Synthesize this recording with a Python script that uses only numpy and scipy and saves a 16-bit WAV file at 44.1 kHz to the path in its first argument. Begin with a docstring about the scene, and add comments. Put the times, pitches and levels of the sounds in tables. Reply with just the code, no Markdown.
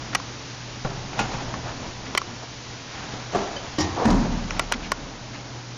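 """An old lift hums on its landing, as overtones of one tone over shaped noise, and a small camera hisses.
The camera's case ticks in the grip: slipping plastic gives noise cracks and very short damped modes.
A hand turns the knob and pulls the steel door open: blows excite rattles, modes and a diffuse echo.
The inner door knocks, rubs, clanks on its catch and bangs against the car, which booms on its ropes.
Loud blows overload the one microphone, which flattens their peaks."""
import sys
import numpy as np
from scipy import signal
from scipy.fft import rfft, irfft
from scipy.io import wavfile

SR = 44100
rng = np.random.default_rng(int(sys.argv[2]) if len(sys.argv) > 2 else 0)


def waveform_to_disk(signal):
    """Save audio, clipped to [-1, 1], as 16-bit WAV at the path in sys.argv[1]."""
    frames = np.transpose(np.atleast_2d(signal))
    scaled = np.clip(frames, -1, 1) * 32767
    samples = np.round(scaled).astype(np.int16)
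    wavfile.write(sys.argv[1], SR, samples)


N = 254456
TIME = np.arange(N) / SR
RING_TIME = TIME[:65536]  # span of one blow, about 1.5 s

# Levels are relative: each source's own gain follows. A t60 is the time of a 60 dB decay.
# Blows of the inner door on the car. Each row: start in seconds, level in dB, rattle t60 in seconds.
CAR_BLOWS = [(4.053, -10.5, 0.094), (4.224, -25, 0.11), (4.746, -32.5, 0.15)]


def amp(db):
    """The decibel is logarithmic: 20 dB is a tenfold amplitude."""
    return 10 ** (np.asarray(db) / 20)


def unit(x):
    """Root-mean-square normalisation: equal mean power for every signal."""
    return x / np.sqrt(np.mean(x ** 2) + 1e-20)


def read(points, hz):
    """Interpolation on a logarithmic frequency axis, as pitch is heard."""
    f, value = np.transpose(points)
    return np.interp(np.log(hz + 1), np.log(f + 1), value)


def level(points):
    """A gain envelope whose level moves linearly in decibels between rows of (s, dB)."""
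    return amp(np.interp(TIME, *np.transpose(points)))


def fade(t, t60):
    """Exponential decay: linear damping loses 60 dB in every t60."""
    return np.exp(-np.log(1000) * t / np.maximum(t60, 1e-4))


def stroke(t, rise, hold, t60):
    """A driven motion: linear run-up, steady hold, then exponential decay."""
    run_up = np.clip(t / max(rise, 1e-4), 0, 1)
    return run_up * fade(np.maximum(t - rise - hold, 0), t60)


def add(mix, s, sound):
    """Linear superposition of a sound from time s onward."""
    part = mix[max(round(s * SR), 0):][:len(sound)]
    part += sound[:len(part)]


def noise(colour, size):
    """Filtered white noise: a random source of rms 1 with a prescribed spectrum."""
    hz = np.fft.rfftfreq(size, 1 / SR)
    white = rng.standard_normal(size)
    return unit(irfft(rfft(white) * amp(read(colour, hz)), size))


def drift(per_s):
    """Slow random modulation of rms 1, interpolated between chance values."""
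    knots = np.arange(0, TIME[-1] + 1, 1 / per_s)
    return unit(np.interp(TIME, knots, rng.standard_normal(len(knots))))


def low_pass(x, edge_hz):
    """Band limiting by convolution with a windowed sinc."""
    taps = signal.firwin(255, edge_hz, window=("kaiser", 9), fs=SR)
    return signal.oaconvolve(x, taps, "same")


def ring(modes, detune, hold=0):
    """Modal superposition: damped sines, slightly retuned each time, decay once the drive lets go."""
    free = np.maximum(RING_TIME - hold, 0)
    total = np.zeros(len(RING_TIME))
    for k, (hz, db, t60) in enumerate(modes):
        shifted_hz = hz * (1 + detune * rng.uniform(-0.82, 1))
        sine = np.sin(2 * np.pi * shifted_hz * RING_TIME)
        total += (-1) ** k * amp(db) * fade(free, t60) * sine  # neighbours start in opposite sign
    return np.sqrt(2) * total


def echo(colour):
    """Diffuse reverberation: each frequency band of a noise decays at the landing's own rate."""
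    # The landing. Each row: frequency in Hz, t60 in seconds.
    room_decay = [(40, 3.1), (200, 1.06), (800, 0.85), (2000, 0.57), (7000, 0.62)]
    hz, t, bands = signal.stft(noise(colour, size=len(RING_TIME)), SR, nperseg=1024)
    decaying = bands * fade(t, read(room_decay, hz)[:, None])
    return signal.istft(decaying, SR)[1][:len(RING_TIME)]


def struck(blows, colour, modes, rise_s, ring_db, room_db):
    """Impact excitation: a blow sets off a dense rattle, discrete modes and the landing's echo."""
    out, t = np.zeros(N), RING_TIME
    for s, db, t60 in blows:
        shape = fade(t, t60)
        rattle = unit(noise(colour, size=len(t)) * shape) * np.sqrt(np.mean(shape ** 2))
        ringing = amp(ring_db) * ring(modes, detune=.003)
        sound = rattle + ringing + amp(room_db) * echo(colour)
        attack = np.minimum(t / max(rise_s, 1e-4), 1)
        add(out, s, amp(db) * attack * sound)
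    return out


def friction(pushes, colour, slips_per_s, uneven_db):
    """Friction or flow noise: amplitude follows speed, set by the strongest push, with random unevenness."""
    strokes = [amp(db) * stroke(TIME - s, rise, hold, t60) for s, db, rise, hold, t60 in pushes]
    speed = np.max(strokes, axis=0)
    return speed * unit(noise(colour, size=N) * amp(uneven_db * drift(slips_per_s)))


def machine(waver, hum_db, wash_db, swell_db):
    """Harmonic synthesis: a slightly unsteady mains hum and overtones, over noise from the shaft."""
    # Hum changing as the camera moves through its standing waves. Each row: time in seconds, level in dB.
    hum_level = [(0.08, -43), (1.59, -39), (1.71, -44), (3.04, -47.5), (3.29, -39), (3.44, -60), (3.6, -49),
                 (4.4, -40), (4.776, -47.5), (4.982, -67), (5.16, -42), (5.7, -41.5)]
    # Overtones of the hum. Each row: multiple of the lowest tone, level in dB.
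    hum_orders = [(1, 1), (2, -23), (3, -25.5), (4, -30.5)]
    # Machine noise in the shaft. Each row: frequency in Hz, density in dB per Hz.
    shaft_colour = [(20, -16.5), (50, -3.5), (85, -7.5), (125, -2), (170, -7), (290, -4.5), (370, -10.5),
                    (600, -12), (950, -11.5), (1300, -18.5), (2500, -25), (6000, -29.5)]
    # The wash swells as the outer door opens. Each row: time in seconds, level in dB.
    shaft_level = [(0.05, -39.5), (0.82, -42), (1.34, -35), (2.4, -41.5), (2.7, -42), (5.1, -40),
                   (5.7, -41.5)]
    turns = 120.8 * TIME + waver * drift(5)  # cycles of a tone centred on 120.8 Hz
    hum = np.sqrt(2) * sum(amp(db) * np.cos(2 * np.pi * round(k) * turns) for k, db in hum_orders)
    wash = noise(shaft_colour, size=N) * amp(swell_db * drift(14))
    return amp(hum_db) * hum * level(hum_level) + amp(wash_db) * wash * level(shaft_level)


def microphone_hiss(gain_db):
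    """Stationary coloured noise under a slowly varying gain."""
    # Each row: frequency in Hz, density in dB per Hz.
    hiss_colour = [(100, -7.5), (1500, 1.5), (3500, -0.5), (6000, 0.5), (7200, -7)]
    # Each row: time in seconds, level in dB.
    hiss_level = [(0.0, -42), (2.76, -43), (4.06, -42), (5.05, -45.5), (5.77, -45)]
    return amp(gain_db) * level(hiss_level) * noise(hiss_colour, size=N)


def draught():
    """Flow noise: the outer door drags air past the microphone in a low rumble."""
    # Each row: start in seconds, level in dB, run-up in seconds, hold in seconds, coasting t60 in seconds.
    draught_pushes = [(1.1, -41, .2, 0.34, 2.8)]
    # Each row: frequency in Hz, density in dB per Hz.
    draught_colour = [(25, -3), (50, 0), (90, -9), (300, -15), (600, -35), (7000, -60)]
    return friction(draught_pushes, draught_colour, slips_per_s=15, uneven_db=2.5)


def scuffs(skirt_db):
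    """Soft friction of sleeve and hand: bands of noise that swell and fade."""
    # Each row: middle in seconds, level in dB, length in seconds, centre frequency in Hz.
    scuff_rows = [(0.135, -31.5, .025, 1460), (1.689, -33.5, 0.15, 735), (2.065, -39, 0.035, 1570),
                  (2.43, -37.5, 0.064, 550), (2.954, -43, 0.29, 1900), (4.718, -25, .008, 706),
                  (4.74, -28.5, .03, 2270), (4.848, -38, 0.092, 2260), (5.353, -40.5, 0.075, 1800)]
    out = np.zeros(N)
    for s, db, length, hz in scuff_rows:
        swell = signal.windows.hann(round(length * SR))
        colour = [(hz / 8, 2 * skirt_db), (hz, 0), (hz * 8, 2 * skirt_db)]
        add(out, s - length / 2, amp(db) * swell * noise(colour, size=len(swell)))
    return out


def case_ticks():
    """Stick-slip near the microphone: a dry crack, a hollow knock and shell modes, brighter if harder."""
    # Each row: start in seconds, level in dB, slipping time in seconds,
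    # hardness in dB per octave, hollow knock in dB.
    ticks = [(.149, -15, 0.0058, 1.5, -16), (.2, -31.5, 0.00041, -18, -14), (1.54, -28.5, 0.0027, -17, -13),
             (2.15, -19.5, 0.00062, 4, -2), (2.1754, -14, 0.0041, 5.5, -6.5),
             (2.2163, -24.5, 0.00031, -13, -12), (4.507, -21.5, 0.00034, 1, -21),
             (4.595, -8, 0.00045, 2.5, -14.5), (4.722, -9.5, .0005, 4, -13),
             (4.9185, -10, .0005, -3, -12.5)]
    # Shell of the case. Each row: frequency in Hz, level in dB, t60 in seconds.
    case_modes = [(1045, -5.5, 0.024), (1417, -18, 0.074), (1886, -6.5, 0.016), (2361, -8, 0.016),
                  (2996, -10, 0.014), (4202, -19, 0.014)]
    # Hollow of the case. Each row: frequency in Hz, level in dB, t60 in seconds.
    hollow_modes = [(394, -1, .028), (597, 0, 0.02)]
    # Dry crack. Each row: frequency in Hz, density in dB per Hz.
    crack_colour = [(100, -21), (600, 5.5), (1100, 11.5), (2500, 7.5), (3500, -3.5), (4800, 0.5),
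                    (6000, 6.5), (7200, -15.5)]
    out, t = np.zeros(N), RING_TIME
    for s, db, slip_s, hardness, knock_db in ticks:
        crack_gain = amp(1.5 + .2 * hardness)  # a harder slip cracks louder
        slipping = stroke(t, 0, slip_s, t60=0.015)
        crack = crack_gain * noise(crack_colour, size=len(t)) * slipping
        knock = amp(knock_db) * ring(hollow_modes, detune=0.041)
        # hardness tilts the shell's spectrum about 1400 Hz
        shell = [(hz, mode_db + hardness * np.log2(hz / 1400), t60) for hz, mode_db, t60 in case_modes]
        add(out, s, amp(db) * (ring(shell, detune=0.063, hold=slip_s) + crack + knock))
    return out


def rubbing_doors():
    """Sliding friction: each push speeds a door up, then it coasts and its rubbing dies away."""
    # Each row: start in seconds, level in dB, run-up in seconds, hold in seconds, coasting t60 in seconds.
    door_pushes = [(1.13, -29.5, 0.068, .01, 0.58), (1.27, -33, 0.038, .02, 1.14),
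                   (2.8, -38, .2, 0.11, 3.5), (3.3, -32.5, 0.028, 0.021, 3.1), (3.85, -34, .1, 0.18, 3.8),
                   (4.44, -33, 0.086, 0.049, .6)]
    # Each row: frequency in Hz, density in dB per Hz.
    rub_colour = [(30, -1), (90, -1.5), (300, 1), (450, -4.5), (800, 1), (1300, -4), (2200, -9.5),
                  (3200, -12), (7000, -16.5)]
    return friction(door_pushes, rub_colour, slips_per_s=120, uneven_db=2.0)


def sliding_door():
    """Sliding friction: the inner door runs fast on its track just before it bangs."""
    # Each row: start in seconds, level in dB, run-up in seconds, hold in seconds, coasting t60 in seconds.
    slide_pushes = [(3.96, -23.5, 0.026, 0.066, 0.78)]
    # Each row: frequency in Hz, density in dB per Hz.
    slide_colour = [(100, -18), (300, -5.5), (500, -3), (750, -3), (1000, -4), (1300, -15), (1900, -22),
                    (2600, -32), (7000, -45)]
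    return friction(slide_pushes, slide_colour, slips_per_s=290, uneven_db=0.9)


def catch_scrape():
    """Friction of steel on steel at the catch: noise in narrow treble bands."""
    # Each row: start in seconds, level in dB, run-up in seconds, hold in seconds, coasting t60 in seconds.
    scrape_pushes = [(3.782, -21.5, 0.027, 0.0044, 0.13)]
    # Each row: frequency in Hz, density in dB per Hz.
    scrape_colour = [(2500, -39), (4500, -18), (5050, 3.5), (5250, -17), (5500, 4), (5800, 2), (6090, -15),
                     (7000, -7.5)]
    return friction(scrape_pushes, scrape_colour, slips_per_s=200, uneven_db=-1.0)


def catch_pings():
    """Free vibration of small steel: the catch rings brightly for a moment."""
    # Each row: start in seconds, level in dB.
    ping_rows = [(3.564, -30.5), (3.783, -33)]
    # Each row: frequency in Hz, level in dB, t60 in seconds.
    ping_modes = [(560, -1.5, 0.097), (1700, -11, 0.11), (3040, -4, 0.12), (3120, -4.5, 0.1),
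                  (4770, -5.5, 0.081), (6120, -9.5, .08)]
    out = np.zeros(N)
    for s, db in ping_rows:
        add(out, s, amp(db) * ring(ping_modes, detune=0.0026))
    return out


def outer_door():
    """Impact on a steel door: a dense rattle with a few longer modes."""
    # Each row: start in seconds, level in dB, rattle t60 in seconds.
    door_blows = [(.847, -19, 0.1), (.908, -30, .1), (1.336, -30, 0.17)]
    # Each row: frequency in Hz, density in dB per Hz.
    door_colour = [(25, 1.5), (80, -12), (140, 6.5), (260, -7), (450, -8), (760, -6.5), (1100, -9.5),
                   (1500, -14), (2500, -24), (7000, -31)]
    # Each row: frequency in Hz, level in dB, t60 in seconds.
    door_modes = [(146, -12, 0.33), (394, -19, 0.38), (766, -6, 0.11), (1335, -22, 0.67)]
    return struck(door_blows, door_colour, door_modes, rise_s=0.0024, ring_db=-3.0, room_db=-12.5)


def latch():
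    """Impact on a small stiff part: a sharp attack excites more treble."""
    # Each row: start in seconds, level in dB, rattle t60 in seconds.
    latch_blows = [(1.13, -33, 0.088), (1.191, -15, 0.077), (1.334, -30, 0.065), (1.402, -30, .055)]
    # Each row: frequency in Hz, density in dB per Hz.
    latch_colour = [(30, -9), (90, -5.5), (200, -11), (450, -6), (800, 2), (1200, -12), (2500, -8),
                    (3500, -15.5), (7000, -17)]
    # Each row: frequency in Hz, level in dB, t60 in seconds.
    latch_modes = [(213.4, -16.5, 0.36), (804, -12, 0.23), (1420, -10.5, 0.18), (2530, -12, 0.11)]
    return struck(latch_blows, latch_colour, latch_modes, rise_s=0.0011, ring_db=-1, room_db=-13.5)


def inner_panel():
    """Impact on a panel: the inner door's knock excites its modes."""
    # Each row: start in seconds, level in dB, rattle t60 in seconds.
    panel_blows = [(3.33, -31.5, .12), (3.347, -18, 0.17)]
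    # Each row: frequency in Hz, density in dB per Hz.
    panel_colour = [(30, -19), (120, -6.5), (220, -8.5), (300, -2.5), (400, 3), (490, -4), (730, 5),
                    (950, -10), (1300, -12), (2000, -23), (7000, -26)]
    # Each row: frequency in Hz, level in dB, t60 in seconds.
    panel_modes = [(205, -8, 0.36), (370, -28, .3), (398, -5.5, 0.44), (717, -15, 0.17), (1148, -12, 0.22),
                   (1375, -22, 0.7)]
    return struck(panel_blows, panel_colour, panel_modes, rise_s=0.0022, ring_db=-1, room_db=-8.0)


def catch():
    """Impact of the inner door on its catch: a clank with modes from bass to treble."""
    # Each row: start in seconds, level in dB, rattle t60 in seconds.
    catch_blows = [(3.783, -19, 0.14), (3.803, -21, 0.23)]
    # Each row: frequency in Hz, density in dB per Hz.
    catch_colour = [(30, -21), (80, 6), (220, -0.5), (330, 7.5), (450, -5.5), (750, -1), (1150, -2),
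                    (1400, -19), (1900, -7), (2500, -16), (4000, -11.5), (5500, -16), (7000, -15)]
    # Each row: frequency in Hz, level in dB, t60 in seconds.
    catch_modes = [(187, -13, 1), (311, 2.5, 0.2), (555, -8, 0.2), (1860, -12, .45), (1960, -23, .35),
                   (5100, -18, .22), (5800, -22, 0.14), (6060, -15, .2)]
    return struck(catch_blows, catch_colour, catch_modes, rise_s=0.0036, ring_db=-7.0, room_db=-7)


def frame():
    """Repeated impact: the door rebounds on its frame after the bang."""
    # Each row: start in seconds, level in dB, rattle t60 in seconds.
    frame_blows = [(4.054, -18.5, .04), (4.103, -12.5, 0.043)]
    # Each row: frequency in Hz, density in dB per Hz.
    frame_colour = [(150, -5), (600, 1.5), (1000, 4.5), (1600, -12), (2500, -20.5), (5500, -13),
                    (7000, -16)]
    # Each row: frequency in Hz, level in dB, t60 in seconds.
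    frame_modes = [(948, -10.5, 0.47), (1026, -19, 0.23)]
    return struck(frame_blows, frame_colour, frame_modes, rise_s=0.0014, ring_db=-4.5, room_db=-15.5)


def sway(build_s):
    """Inertia: the heavy car on its ropes takes up the bang slowly and rocks on in low modes."""
    # Each row: frequency in Hz, level in dB, t60 in seconds.
    sway_modes = [(40.4, -15.5, 0.72), (35.2, -25, 2.9), (26.1, -28, 1.2)]
    out = np.zeros(N)
    build_up = 1 - np.exp(-(RING_TIME / build_s) ** 2)
    add(out, CAR_BLOWS[0][0], ring(sway_modes, detune=.002) * build_up)
    return out


def car():
    """Impact on a large hollow body: the bang excites low, long modes."""
    # Each row: frequency in Hz, density in dB per Hz.
    car_colour = [(25, -30), (60, -7.5), (120, -8.5), (190, 7), (270, 6.5), (350, -6), (700, -10.5),
                  (1000, -8.5), (1300, -18.5), (1800, -15), (2500, -30), (6000, -30.5)]
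    # Each row: frequency in Hz, level in dB, t60 in seconds.
    car_modes = [(79.7, -18.5, 0.91), (134.4, -17, 1), (176, -16.5, 1.78), (225, -9, 0.5), (263, -17, 0.75)]
    return struck(CAR_BLOWS, car_colour, car_modes, rise_s=.002, ring_db=0.5, room_db=-4)


def scene():
    """Superposition: the pressures of all sources add at one microphone."""
    background = machine(waver=0.019, hum_db=-1, wash_db=1.0, swell_db=1.34) + microphone_hiss(gain_db=3.5)
    handling = scuffs(skirt_db=-12.5) + case_ticks()
    moving = draught() + rubbing_doors() + sliding_door() + catch_scrape()
    outer = outer_door() + latch()
    inner = catch_pings() + inner_panel() + catch()
    bang = frame() + sway(build_s=0.06) + car()
    mono = background + handling + moving + outer + inner + bang
    return np.array([mono, mono])


def record(dry):
    """Saturation: a narrow-band microphone flattens loud peaks, which adds brief treble."""
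    mic_edge_hz, droop_hz, edge_hz = 7150, 13600, 15700
    ceiling, knee = .24, 5  # amplitude limit, and how sharply it is reached
    narrow = low_pass(dry.mean(0), mic_edge_hz)
    clipped = narrow / (1 + abs(narrow / ceiling) ** knee) ** (1 / knee)
    hz = np.fft.rfftfreq(N, 1 / SR)
    softened = irfft(rfft(clipped) / np.sqrt(1 + (hz / droop_hz) ** 10), N)  # the top treble falls away
    return np.tile(low_pass(softened, edge_hz), (2, 1))


dry = scene()
out = record(dry)
waveform_to_disk(out)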